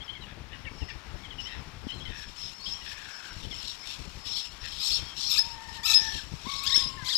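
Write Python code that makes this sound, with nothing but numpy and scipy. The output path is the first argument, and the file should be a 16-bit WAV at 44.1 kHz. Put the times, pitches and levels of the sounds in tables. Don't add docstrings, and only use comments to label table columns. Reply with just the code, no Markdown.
import sys
import numpy as np
from scipy import signal
from scipy.fft import rfft, irfft, next_fast_len
from scipy.io import wavfile
from scipy.ndimage import uniform_filter1d

SR = 44100
rng = np.random.default_rng(int(sys.argv[2]) if len(sys.argv) > 2 else 0)


def how_loud(loudness_db):
    steps = np.asarray(loudness_db, float) / 20
    return 10 ** steps


def master(y):
    cut = np.clip(np.atleast_2d(y).T, -1, 1)
    pcm = np.round(cut * 32767)
    wavfile.write(sys.argv[1], SR, pcm.astype(np.int16))


N = 316197
T = np.arange(N) / SR


def rms_one(x):
    return x / np.sqrt(np.mean(x ** 2) + 1e-20)


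def in_time(rows):
    s, *columns = np.transpose(rows)
    first, last = round(s[0] * SR), min(round(s[-1] * SR), N)
    return slice(first, last), [np.interp(T[first:last], s, column) for column in columns]


def at_hz(points, hz):
    point_hz, point_db = np.transpose(points)
    return np.interp(np.log(np.maximum(hz, 1)), np.log(point_hz), point_db)


def coloured(x, points):
    size = next_fast_len(N)
    gain = how_loud(at_hz(points, np.fft.rfftfreq(size, 1 / SR)))
    return irfft(rfft(x, size) * gain, size)[:N]


def drift(rate_hz, size=N):
    r = np.exp(-2 * np.pi * rate_hz / SR)
    settle = 8000
    noise = rng.standard_normal(size + settle)
    return rms_one(signal.lfilter([1], [1, -2 * r, r * r], noise)[settle:])


def fade(size, s):
    from_end = np.minimum(np.arange(size), np.arange(size)[::-1])
    return np.clip(from_end / (s * SR), 0, 1)


def add(out, start, sound):
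    at = round(start * SR)
    out[at:at + len(sound)] += sound[:N - at]


def shaky_phase(hz, rough):
    return 2 * np.pi * np.cumsum(hz * (1 + rough * drift(219.8, size=len(hz)))) / SR


def rattle(size, per_s):
    cycle = np.cumsum(per_s * how_loud(2.5 * drift(25, size=size))) / SR % 1
    return np.exp(-4 * cycle)


# time in seconds, level in dB.
WIND_LEVEL = [(0.0, -49), (0.99, -45), (1.35, -49.5), (1.84, -44.5), (2.61, -57), (2.92, -50.5),
              (3.25, -63), (3.39, -42.5), (3.85, -63.5), (4.08, -43.5), (4.39, -55), (4.66, -49),
              (5.71, -53), (6.38, -45), (7.02, -45), (7.17, -56)]
# frequency in Hz, relative level in dB per Hz.
GUST_COLOUR = [(12, -47), (20, -0.5), (63, 2), (544, -20.5), (700, -24), (910, -24.5), (1540, -120)]


def wind():
    out = np.zeros(N)
    span, (level_db,) = in_time(WIND_LEVEL)
    lumpy = rng.standard_normal(N) * how_loud(4.9 * drift(18.2))
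    out[span] = rms_one(coloured(lumpy, GUST_COLOUR))[span] * how_loud(level_db)
    return out


# frequency in Hz, relative level in dB per Hz.
RUMBLE_COLOUR = [(120, -16), (200, -7.5), (543, -11.5), (920, -3), (1370, -4.5), (3160, -8.5),
                 (5550, -15.5), (8740, -30), (11700, -31.5), (15400, -36.5)]


def town_rumble():
    noise = rms_one(coloured(rng.standard_normal(N), RUMBLE_COLOUR))
    return how_loud(-54 + 1.1 * drift(2.7)) * noise


# start in seconds, held time in seconds, rasp level in dB before the cap
# in flock(), shrill piping level in dB.
SQUAWKS = [(.21, 0.023, -58.5, -75), (.72, 0.19, -57, -55), (1.38, 0.071, -51.5, -51.5),
           (2.13, 0.1, -50, -51.5), (2.355, 0.12, -46.5, -42), (2.63, 0.056, -46, -44),
           (2.69, 0.036, -62, -40.5), (2.839, 0.064, -47.5, -46.5), (3.09, 0.074, -60, -46.5),
           (3.3, 0.16, -52, -67), (3.5, 0.088, -49.5, -46.5), (3.578, 0.11, -42.5, -45),
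           (3.83, 0.091, -43.5, -44.5), (4.24, 0.16, -39.5, -38.5), (4.598, 0.33, -45, -43.5),
           (4.819, 0.088, -32, -38), (5.148, 0.22, -38.5, -42), (5.239, 0.11, -42, -31.5),
           (5.7, 0.057, -47.5, -52), (5.84, 0.12, -37, -30), (6.0, 0.18, -43.5, -49.5),
           (6.431, 0.19, -42.5, -48), (6.64, 0.15, -35, -37), (7.04, 0.13, -35.5, -57)]


def squawk_power(level_db):
    attack_s, swell_db, release_db_per_s = 0.029, 4.5, 162
    out = np.zeros(N)
    for (start, held, *_), top_db in zip(SQUAWKS, level_db):
        t = np.arange(round((held + .5) * SR)) / SR
        swell = swell_db * (np.minimum(t / held, 1) - 1)
        release = release_db_per_s * np.maximum(t - held, 0)
        attack = np.minimum(t / attack_s, 1)
        add(out, start, (how_loud(top_db + swell - release) * attack) ** 2)
    return out


# time in seconds, rasp level in dB before the cap, piping level in dB.
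MURMUR = [(0, -71, -73.5), (2.8, -52.5, -53), (7.17, -51, -55.5)]
# frequency in Hz, filter gain in dB.
RASP_COLOUR = [(1050, 2.5), (1600, -5.5), (4500, 18), (5200, 5.5), (6500, 9.5)]
PIPING_COLOUR = [(4300, -28), (5000, 1), (5350, 7), (5700, -1.5), (6300, -22)]
TREBLE_COLOUR = [(3410, -95), (5800, -4), (6220, -14), (7470, -7.5), (9340, -20.5), (11900, -17),
                 (15400, -35)]


def flock():
    span, murmur_db = in_time(MURMUR)
    squawk_db = np.transpose(SQUAWKS)[2:]
    rasp_db, piping_db = [10 * np.log10(how_loud(low_db) ** 2 + squawk_power(top_db)[span])
                          for low_db, top_db in zip(murmur_db, squawk_db)]
    treble_db = 1.01 * (rasp_db + 42.0) - 52.5
    rasp_db = np.minimum(rasp_db, -40)
    throat_hz = 4100 + 110 * (np.maximum(rasp_db, -52) + 36) + 250 * drift(5)

    rasp = treble = piping = 0
    for pitch_hz in (950, 1180, 1350):
        hz = pitch_hz * (1 + .07 * drift(6)) * (1 - .25 * rattle(N, 45))
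        phase = shaky_phase(hz, rough=.05)
        flutter = how_loud(3 * drift(110) + 3 * drift(25))
        for k in range(1, 6):
            resonance = .4 + np.exp(-((k * hz - throat_hz) / 900) ** 2)
            rasp = rasp + flutter * np.sin(k * phase) * resonance
        treble = treble + flutter * sum(np.sin(k * phase) for k in range(5, 15))
    for pitch_hz in (5250, 5500):
        phase = shaky_phase(pitch_hz * (1 + .02 * drift(13)), rough=0.039)
        piping = piping + np.sin(phase) * how_loud(3.7 * drift(11.0))

    out = np.zeros(N)
    for sound, colour, level_db in ((rasp, RASP_COLOUR, rasp_db), (piping, PIPING_COLOUR, piping_db),
                                    (treble, TREBLE_COLOUR, treble_db)):
        out[span] += rms_one(coloured(sound, colour)[span]) * how_loud(level_db)
    return out


# start in seconds, nominal peak in dB, strongest partial from Hz, to Hz,
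# lower partial in dB relative to the strongest.
YAPS = [(0.004, -41.5, 3000, 3450, -16), (0.079, -35, 2970, 3330, -18), (0.15, -44.5, 3260, 3060, 0),
        (0.2177, -45.5, 3100, 2780, -12), (0.529, -44.5, 2810, 2890, -4), (0.651, -42.5, 2815, 2520, -1),
        (0.8036, -43.5, 3020, 2640, -9), (0.885, -42.5, 2860, 2620, 0), (1.2346, -43.5, 3240, 3120, -1.5),
        (1.304, -39, 3180, 2870, -14), (1.382, -36, 2900, 2880, -24), (1.454, -34.5, 2880, 3190, -14),
        (1.885, -36, 3070, 2920, -17), (1.913, -38, 3000, 3300, -22), (1.999, -42, 3180, 3330, -32),
        (2.051, -37.5, 3000, 3130, -6.5), (2.658, -33.5, 3080, 3370, -34), (2.74, -39.5, 3030, 3380, -30),
        (2.804, -44.5, 2950, 2730, -7), (3.427, -44, 2820, 3190, -25), (3.5103, -35, 3260, 3110, -13)]


def yaps():
    length_s, lower, upper = 0.0415, .67, 1.3
    drop_in = .09
    out = np.zeros(N)
    u = np.linspace(0, 1, round(length_s * SR))
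    envelope = np.clip(u / .06, 0, 1) * (1 + .1 * u) * np.clip((1 - u) / .35, 0, 1)
    for start, peak_db, from_hz, to_hz, lower_db in YAPS:
        hz = (from_hz + (to_hz - from_hz) * u) * (1 + drop_in * np.exp(-u / .12))
        phase = shaky_phase(hz, rough=.028)
        bark = 0
        for multiple, level_db in ((1, 0), (lower, lower_db), (upper, -18)):
            bark = bark + how_loud(level_db + 3 * drift(70, size=len(u))) * np.sin(multiple * phase)
        add(out, start, how_loud(peak_db - 4) * bark * envelope)
    return out


def whistle(hz, level_db, soft_s, rough):
    phase = shaky_phase(hz, rough)
    tone = np.sin(phase) + how_loud(-27) * np.sin(2 * phase)
    return np.sqrt(2) * tone * how_loud(level_db + 2.2 * drift(80, size=len(hz))) * fade(len(hz), soft_s)


# start in seconds, length in seconds, from Hz, to Hz,
# starting level in dB.
WAILS = [(0.041, 0.024, 5360, 5300, -54.5), (0.667, 0.024, 2275, 2220, -44.5),
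         (0.208, 0.036, 4130, 3680, -52.5), (0.12, 0.033, 4530, 3750, -63), (1.919, 0.085, 4230, 4010, -53),
         (2.596, 0.087, 4280, 4720, -47.5), (2.598, 0.24, 1047, 1144, -59), (3.828, 0.036, 2140, 2430, -51),
         (4.798, 0.038, 4850, 5350, -37), (4.935, 0.05, 5470, 5450, -33.5), (4.921, 0.046, 5020, 5170, -33),
         (4.946, 0.073, 3310, 3110, -46), (5.057, 0.085, 3310, 3190, -48), (6.005, 0.19, 5750, 5620, -41.5),
         (6.741, 0.049, 5350, 5355, -23), (6.785, .1, 5160, 5050, -33.5), (6.972, 0.071, 1804, 1550, -47)]


def wails():
    fade_db_per_s = 37
    out = np.zeros(N)
    for start, length, from_hz, to_hz, level_db in WAILS:
        size = round(length * SR)
        hz = np.linspace(from_hz, to_hz, size)
        add(out, start, whistle(hz, level_db - fade_db_per_s * T[:size], soft_s=0.0047, rough=.013))
    return out


# start in seconds, end in seconds, pulses per second, level in dB,
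# resonance height as a multiple.
CROAKS = [(.255, 0.346, 100, -51, .97), (0.501, 0.578, 77, -51, 1.0), (0.871, 0.947, 85, -49, 1.3),
          (1.466, 1.596, 90, -47.5, 1.05), (2.07, 2.268, 80, -49, 1.02), (2.844, 3.336, 55, -49.5, 1.0),
          (4.615, 4.705, 92, -45, 1.02), (5.186, 5.327, 83, -38.5, 3.0)]
# frequency in Hz, width in Hz, gain in dB at the start of a croak.
CROAK_THROAT = [(1800, 280, 0), (2600, 350, -2), (3600, 550, -3)]


def croaks():
    sag_per_s = 0.34
    out = np.zeros(N)
    for start, end, per_s, level_db, height in CROAKS:
        size = round((end - start) * SR)
        t = np.arange(size) / SR
        cycle = np.cumsum(per_s * (1 + 0.27 * drift(36, size=size))) / SR % 1
        pulses = (.4 + np.exp(-cycle / .25)) * rng.standard_normal((2, size))
        sound = 0
        for hz, width_hz, gain_db in CROAK_THROAT:
            r = np.exp(-np.pi * width_hz * height / SR)
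            even, odd = signal.lfilter([(1 - r) ** 2], [1, -2 * r, r * r], pulses)
            phase = 2 * np.pi * hz * height * (t - sag_per_s * t ** 2 / 2)
            ringing = even * np.cos(phase) + odd * np.sin(phase)
            sound = sound + how_loud(gain_db * (height ** 2 + 13.0 * t)) * ringing
        add(out, start, rms_one(sound) * how_loud(level_db) * fade(size, .025))
    return out


# start in seconds, level before the decay in dB, frequency in Hz.
KNOCKS = [(1.674, -36, 135), (1.868, -24.5, 246), (3.365, -32, 90), (6.338, -25.5, 145),
          (6.468, -28.5, 223), (6.777, -32, 308), (7.025, -31, 132)]


def knocks():
    out = np.zeros(N)
    t = np.arange(round(.06 * SR)) / SR
    for start, level_db, hz in KNOCKS:
        decay = np.exp(-t * hz / 0.88)
        add(out, start, how_loud(level_db) * np.sin(2 * np.pi * hz * t) * decay)
    return out


# frequency in Hz, gain of a partial there in dB.
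THROAT_COLOUR = [(1300, -11.5), (1900, -13.5), (2600, -2.5), (3800, 2), (4600, 1.5), (5300, 2), (6100, -9),
                 (7700, -2), (9000, -26), (11800, -10.5), (15000, -19), (15500, -60)]


def stack(hz, level_db, rough):
    size = len(hz)
    rough = np.clip(rough, 0, 1)
    catch = rattle(size, 65)
    hz = hz * (1 - .8 * rough * catch)
    phase = shaky_phase(hz, .1 * rough)
    thin_db = 3.9 * np.clip(hz / 1400 - 1, 0, 1) / 0.21
    tone = 0
    for k in range(1, 13):
        partial_db = at_hz(THROAT_COLOUR, k * hz) - thin_db * max(k - 2, 0)
        own_swell_db = 4 * drift(30, size=size)
        tone = tone + how_loud(partial_db + own_swell_db) * np.sin(k * phase)
    shake_db = rough * (6.4 * drift(120, size=size) + 7 * catch)
    return rms_one(tone) * how_loud(level_db + shake_db) * fade(size, 0.0036)


# start in seconds, length in seconds, pitch in Hz, level in dB,
# roughness of the hold from 0 to 1.
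SCREECHES = [(4.784, 0.16, 1305, -39.5, 0.37), (5.277, 0.12, 1350, -34, 0.28),
             (5.831, 0.12, 1336, -27.5, .25)]


def screeches():
    scoop_s, scoop_share, scoop_db = 0.0295, 0.17, -14
    out = np.zeros(N)
    for start, length, pitch_hz, level_db, rough in SCREECHES:
        t = np.arange(round(length * SR)) / SR
        scoop = np.clip(1 - t / scoop_s, 0, 1)
        roughening = np.clip(t / scoop_s * 2 - 1.8, .1, 1)
        hz = pitch_hz * (1 - scoop_share * scoop)
        add(out, start, stack(hz, level_db + scoop_db * scoop, rough * roughening))
    return out


# start in seconds, rise in seconds, held time in seconds,
# top frequency in Hz, top level in dB.
BREAKS = [(4.901, 0.024, 0.037, 4460, -30.5), (5.369, 0.023, 0.039, 5290, -20.5),
          (5.932, 0.016, 0.057, 5187, -16.5), (7.147, 0.01, 0.05, 5080, -24.5)]


def breaking_whistles():
    from_share, rise_db, fall_db, sag_hz_per_s = .56, 13.5, 17, 2065
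    throb_hz, throb_db = 40.3, 2.5
    out = np.zeros(N)
    for start, rise, held, top_hz, top_db in BREAKS:
        t = np.arange(round((rise + held) * SR)) / SR - rise
        below = np.maximum(-t / rise, 0)
        after = np.maximum(t, 0)
        hz = top_hz * (1 - (1 - from_share) * below ** 1.5) - sag_hz_per_s * after
        throb = throb_db * (np.cos(2 * np.pi * throb_hz * after) - 1)
        level_db = top_db - rise_db * below - fall_db * (after / held) ** 2.8 + throb
        add(out, start, whistle(hz, level_db, soft_s=0.0043, rough=0.0099))
    return out


# time in seconds, pitch in Hz, first partial in dB, second partial in dB.
MEWS = [
    [(5.38, 845, -51, -27), (5.43, 926, -52, -78), (5.58, 919, -51.5, -59), (6.07, 890, -52, -43),
     (6.18, 883, -50, -46), (6.21, 754, -82, -44)],
    [(6.445, 892, -46.5, -70), (6.48, 1116, -46, -50.5), (6.92, 1081, -51, -65), (7.11, 998, -51.5, -48.5)],
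]


def mews():
    out = np.zeros(N)
    for rows in MEWS:
        span, (hz, first_db, second_db) = in_time(rows)
        size = len(hz)
        phase = shaky_phase(hz * (1 + .006 * drift(20, size=size)), rough=0.025)
        tone = how_loud(first_db) * np.sin(phase) + how_loud(second_db) * np.sin(2 * phase)
        out[span] += np.sqrt(2) * tone * how_loud(2.6 * drift(35, size=size)) * fade(size, .015)
    return out


# start in seconds, length in seconds, from Hz, to Hz, level in dB.
YODELS = [(6.631, 0.033, 1234, 1540, -39), (6.662, 0.051, 1704, 2310, -31), (6.705, 0.054, 1810, 2256, -30),
          (6.756, 0.07, 1722, 2050, -34.5), (7.044, 0.049, 1130, 1293, -45.5),
          (7.08, .036, 1613, 2250, -33), (7.114, 0.031, 1914, 1526, -31.5),
          (7.144, 0.027, 1495, 2270, -42.5)]


def yodels():
    out = np.zeros(N)
    for start, length, from_hz, to_hz, level_db in YODELS:
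        u = np.linspace(0, 1, round(length * SR))
        hz = from_hz + (to_hz - from_hz) * u ** 1.8
        add(out, start, stack(hz, level_db, .21 * (1 - .5 * u)))
    return out


# delay in seconds, level in dB before dulling.
ECHOES = [(.021, -11.5), (0.055, -18.5), (.11, -19)]


def echoes(x):
    taps, size = np.zeros(SR // 4), round(0.033 * SR)
    for delay, level_db in ECHOES:
        smear = rng.standard_normal(size) * np.hanning(size)
        add(taps, delay, how_loud(level_db) * smear / np.linalg.norm(smear))
    return signal.lfilter([.5], [1, -.5], signal.fftconvolve(x, taps)[:N])


def scene():
    calls = yaps() + wails() + croaks() + screeches() + breaking_whistles() + mews() + yodels()
    mean = calls + echoes(calls) + flock() + wind() + knocks() + town_rumble()
    left = how_loud(6) * mean
    return np.array([left, 0 * left])


def band_limit(x):
    return signal.sosfilt(signal.butter(12, 15500, fs=SR, output="sos"), x)


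# frequency in Hz, gain in dB before wavering and cuts.
LEAK_COLOUR = [(30, -24), (1000, -29), (8000, -36)]
# frequency in Hz, relative level in dB per Hz.
HISS_COLOUR = [(300, 23), (15500, 9)]


def record(dry):
    left = dry[0]
    level_db = 10 * np.log10(uniform_filter1d(left ** 2, round(0.042 * SR)) + 1e-12)
    held_db = np.maximum.accumulate(level_db + 150 * T) - 150 * T
    cut_db = -np.clip(4 * (held_db + 38), 0, 40)
    leak = np.roll(coloured(left, LEAK_COLOUR), 2)
    leak = leak * how_loud(cut_db + 6.5 * drift(21))
    hiss = how_loud(-72.5) * rms_one(coloured(rng.standard_normal(N), HISS_COLOUR))
    right = leak + hiss * how_loud(1.8 * cut_db)
    return band_limit(np.array([left, right]))


dry = scene()
out = record(dry)
master(out)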